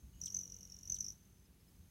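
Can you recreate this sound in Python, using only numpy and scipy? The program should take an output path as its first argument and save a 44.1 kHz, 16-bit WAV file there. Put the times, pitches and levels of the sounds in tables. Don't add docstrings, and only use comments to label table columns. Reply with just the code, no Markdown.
import sys
import numpy as np
from scipy import signal
from scipy.fft import rfft, irfft
from scipy.io import wavfile

SR = 44100
rng = np.random.default_rng(int(sys.argv[2]) if len(sys.argv) > 2 else 0)


def unload_audio(sound):
    columns = np.transpose(np.atleast_2d(sound))
    steps = np.round(np.clip(columns, -1, 1) * 32767)
    wavfile.write(sys.argv[1], SR, steps.astype(np.int16))


N = 83790
TOP_HZ = 15900
OCTAVE_DB = -29


def undb(db):
    return 10 ** (np.asarray(db) / 20)


def curve(table, t, column=1):
    rows = np.array(table, float)
    return np.interp(t, rows[:, 0], rows[:, column])


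def unit(x):
    return x / np.sqrt(np.mean(x ** 2))


def turn(hz):
    return 2 * np.pi * (np.cumsum(hz) / SR + rng.random())


def noise(spectrum):
    hz, db = np.array(spectrum, float).T
    f = np.maximum(np.arange(N // 2 + 1) * SR / N, 1)
    gain = undb(np.interp(np.log(f), np.log(hz), db)) * np.minimum(f / hz[0], 1) ** 2
    return unit(irfft(rfft(rng.standard_normal(N)) * gain, N))


def wobble(width_hz, size):
    f = np.fft.fftfreq(size, 1 / SR)
    band = np.exp(-(2 * f / width_hz) ** 2 / 2)
    white = rng.standard_normal(size) + 1j * rng.standard_normal(size)
    return np.fft.ifft(np.fft.fft(white) * band) / np.sqrt(2 * np.mean(band ** 2))


def blurred(hz, width_hz):
    f = np.arange(N // 2 + 1) * SR / N
    a, b = irfft(rfft(rng.standard_normal((2, N))) / (1 + (2 * f / width_hz) ** 2), N)
    phase = turn(hz * np.ones(N))
    return unit(a * np.cos(phase) + b * np.sin(phase))


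def swell(age, width_s):
    return np.exp(-np.minimum((age / width_s) ** 2 / 2, 20)) * (np.abs(age) < 10 * width_s)


def outdoors(t):
    # time_s, level_db
    rumble_levels = [(0, -73), (.04, -53.5), (.1, -63), (.16, -57.5), (.25, -63.5), (.32, -70.5),
                     (.56, -63.5), (.8, -68), (1.0, -63.5), (1.09, -60), (1.2, -70), (1.4, -68.5),
                     (1.54, -67.5), (1.69, -74), (1.81, -57.5), (1.9, -70)]
    # pitch_hz, level_db
    rumble_colour = [(22, -26.5), (38, -10), (55, 3.5), (75, -2.5), (100, -9.5), (170, -18.5), (300, -29),
                     (600, -60)]
    hiss_colour = [(60, -3), (170, 0), (250, -10), (360, -11.5), (520, -19.5), (1000, -23.5), (2000, -24.5),
                   (5000, -27), (6200, -27.5), (7500, -28.5), (12000, -24.5), (15500, -29.5)]
    return undb(curve(rumble_levels, t)) * noise(rumble_colour) + undb(-69) * noise(hiss_colour)


def wing_hum(t):
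    # time_s, beats_per_s, level_db
    flight = [(0, 52, -70), (.17, 44.8, -68.5), (.238, 42, -59), (.3, 51.6, -66), (.355, 45.7, -58),
              (.5, 45.7, -65), (.68, 46, -67), (.86, 45.5, -65), (.91, 43, -58), (.97, 44, -64.5),
              (1.03, 51.7, -61), (1.11, 47.6, -64), (1.18, 48.3, -69.5), (1.55, 45.6, -78),
              (1.67, 43, -67.5), (1.9, 44.8, -71.5)]
    # multiple_of_wingbeat, level_db
    harmonics = [(2, 0.5), (3, -7), (4, -1), (5, -13), (6, -16.5), (7, -23), (8, -20.5), (9, -26)]
    # pitch_hz, level_db
    stirred_air = [(40, -1), (90, -1), (200, -8), (330, -16.5), (700, -22.5), (1500, -32), (4000, -24)]
    phase = turn(curve(flight, t))
    tones = np.zeros(N)
    for multiple, db in harmonics:
        flutter_db = 3 * wobble(22.6, N).real
        tones += undb(db + flutter_db) * np.sin(multiple * phase + 2 * np.pi * rng.random())
    return undb(curve(flight, t, column=2)) * (unit(tones) + undb(-5.5) * noise(stirred_air))


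def far_trill(t):
    # time_s, pitch_hz, level_db
    song = [(0, 6330, -77), (.11, 6420, -81), (.14, 6430, -76.5), (.2, 6620, -73), (.3, 6400, -63.5),
            (1.12, 6220, -75.5), (1.3, 6220, -78.5), (1.43, 6150, -81), (1.5, 6228, -88), (1.62, 6280, -91),
            (1.77, 6300, -83), (1.9, 6330, -80)]
    pulse_hz = 41
    pulse = 1 + .4 * np.sin(turn(np.full(N, pulse_hz)))
    return blurred(curve(song, t), width_hz=300) * undb(curve(song, t, column=2)) * pulse


def far_whistle(t):
    # time_s, level_db
    levels = [(.1, -110), (.14, -80.5), (.19, -79), (.23, -87), (.45, -85), (.62, -83.5), (.85, -87),
              (1.1, -100)]
    return blurred(hz=2928, width_hz=160) * undb(curve(levels, t))


def feather(age, hz, width_s, fall_hz_per_s, octave_db=OCTAVE_DB):
    flutter_hz = 490
    pitch = hz - fall_hz_per_s * 2 * width_s * np.tanh(age / (2 * width_s))
    wave = np.exp(1j * turn(pitch))
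    tone = wave * (1 + .32 * wobble(flutter_hz, len(age)))
    octave = wave ** 2 * (1 + .54 * wobble(2 * flutter_hz, len(age)))
    loudness = swell(age, np.where(age < 0, width_s * .86, width_s))
    return loudness * (tone + undb(octave_db) * octave).real


def wing_trill(t):
    # start_s, beats_per_s, count
    runs = [(.217, 45.87, 5), (.3255, 45.72, 17), (.7007, 45.0, 13), (.9888, 51.7, 8)]
    # time_s, level_db
    effort = [(.217, -33.5), (.238, -31), (.26, -31), (.304, -39), (.326, -41), (.347, -30), (.369, -30),
              (.413, -37), (.478, -47), (.5, -42), (.522, -39), (.565, -44), (.587, -53), (.609, -43),
              (.653, -45), (.675, -57), (.701, -46), (.723, -42.5), (.767, -50), (.79, -48), (.812, -56),
              (.834, -44), (.857, -45), (.9, -26.5), (.945, -30), (.967, -40), (.989, -37), (1.008, -27),
              (1.027, -39), (1.047, -31.5), (1.066, -35.5), (1.086, -33), (1.124, -45)]
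    # time_s, pitch_hz
    pitches = [(.217, 5900), (.26, 5946), (.304, 5740), (.347, 6100), (.375, 6175), (.415, 5854),
               (.52, 5840), (.59, 5876), (.7, 5626), (.857, 5790), (.9, 6153), (.945, 6006), (1.008, 6020),
               (1.055, 5750), (1.124, 5890)]
    # time_s, half_length_s, fall_hz_per_ms
    strokes = [(.217, .0009, 150), (.304, 0.00088, 95), (.347, 0.0015, 48), (.41, 0.00194, 43),
               (.54, 0.00081, 79), (.86, .0012, 22.4), (.9, 0.00094, 8.3), (.93, 0.0014, 53),
               (1.008, .0009, 51), (1.124, 0.00089, 108)]
    # time_s, level_db
    narrow_levels = [(.217, -56), (.3, -64), (.36, -50), (.45, -61.5), (.6, -66), (.68, -61), (.77, -61),
                     (.812, -59.5), (.85, -69), (.9, -56), (1.12, -61)]
    # pitch_hz, level_db
    swish_colour = [(1000, -15), (2500, -7), (4500, -33), (6500, 3.5), (8500, 1), (10300, -11.5),
                    (11500, 3), (12200, 0.5), (13500, -19), (16000, -20)]
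    # delay_s, level_db
    deck = [(.0026, -7), (.0064, -9), (.0092, -28.5)]
    narrow_hz, sag_hz = 6830, 5653
    out, swish = np.zeros(N), noise(swish_colour)
    for at in np.concatenate([start + np.arange(count) / rate for start, rate, count in runs]):
        span = int(at * SR) + np.arange(-768, 768)
        age, db = t[span] - at, curve(effort, at)
        hz = curve(pitches, at) * (1 + .00548 * rng.standard_normal())
        width_s = curve(strokes, at)
        fall = curve(strokes, at, column=2) * 1000
        octave_db = OCTAVE_DB - .75 * (db + 32.5)
        beat = feather(age, hz, width_s, fall, octave_db)
        beat += undb(-12.5) * feather(age - .0012, sag_hz, .001147, fall, octave_db + 5)
        beat += undb(-7) * feather(age + .0026, hz + 108, width_s * .66, fall)
        for delay_s, echo_db in deck:
            path_change_s = .0005 * rng.standard_normal()
            beat += undb(echo_db) * feather(age - delay_s - path_change_s, hz - 60, width_s * .69, fall)
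        beat += undb(-28.5) * swell(age, width_s=.0022) * swish[span]
        narrow = undb(curve(narrow_levels, at)) * feather(age + .00046, narrow_hz, width_s, fall)
        out[span] += undb(db - .5) * beat + narrow
    return out


def chips(t):
    # start_s, level_db, end_pitch_hz
    calls = [(0.254, -49, 2594), (0.948, -54.5, 2625)]
    start_hz, hold_s, fall_s, length_s, fade_db_per_s = 8300, .0038, .0078, .028, 525
    out = np.zeros(N)
    for at, db, end_hz in calls:
        age = np.clip(t - at, 0, length_s)
        hz = end_hz + (start_hz - end_hz) * np.exp(-np.maximum(age - hold_s, 0) / fall_s)
        soft_edges = np.minimum(age / .0015, 1) * np.minimum((length_s - age) / .002, 1)
        loudness = soft_edges * undb(db - fade_db_per_s * age)
        phase = turn(hz)
        overtones = sum(np.sin(k * phase) * (k * hz < TOP_HZ) * 2 / k for k in range(2, 5))
        rasp = noise([(2500, -31), (4000, -16), (8500, 3), (10500, -11), (15000, -17)])
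        rough_tone = (np.exp(1j * phase) * (1 + .59 * wobble(1070, N))).real
        out += loudness * (rough_tone + undb(-10) * overtones + undb(-7.5) * rasp * np.minimum(age / .01, 1))
    return out


def low_tone(t):
    # time_s, level_db
    levels = [(.28, -105), (.34, -79), (.56, -78), (.7, -87), (.86, -97), (.92, -70.5), (1.0, -100)]
    hz = 481.5 + 5 * wobble(11, N).real
    return np.sin(turn(hz)) * undb(curve(levels, t))


def far_notes(t):
    # middle_s, level_db, pitch_hz
    notes = [(1.235, -81, 4970), (1.381, -80, 5230), (1.457, -79, 5128), (1.534, -76, 5270),
             (1.61, -78, 5220), (1.685, -79, 5200), (1.763, -81.5, 5070)]
    rise_hz_per_s = 12000
    out = np.zeros(N)
    for at, db, hz in notes:
        age = t - at
        out += undb(db) * swell(age, width_s=.0055) * blurred(hz + rise_hz_per_s * age, width_hz=120)
    return out


def echoes(sound, fade_s):
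    age = np.arange(SR // 2) / SR
    onset = np.clip(age / .0046 - 1, 0, 1)
    tail = rng.standard_normal(len(age)) * np.exp(-np.log(1000) * age / fade_s) * onset
    return signal.fftconvolve(sound, tail / np.sqrt(np.sum(tail ** 2)))[:N]


def scene():
    t = np.arange(N) / SR
    wings, calls = wing_trill(t), chips(t)
    nearby = undb(-13) * echoes(wings, fade_s=.06) + undb(-11.5) * echoes(calls, fade_s=.036)
    trees = undb(-22.5) * echoes(wings + calls, fade_s=.28)
    bird = wing_hum(t) + wings + calls
    garden = outdoors(t) + far_trill(t) + far_whistle(t) + low_tone(t) + far_notes(t)
    return (bird + nearby + trees + garden)[None]


def record(dry):
    return signal.sosfilt(signal.ellip(10, .2, 70, TOP_HZ, fs=SR, output="sos"), dry)


dry = scene()
out = record(dry)
unload_audio(out)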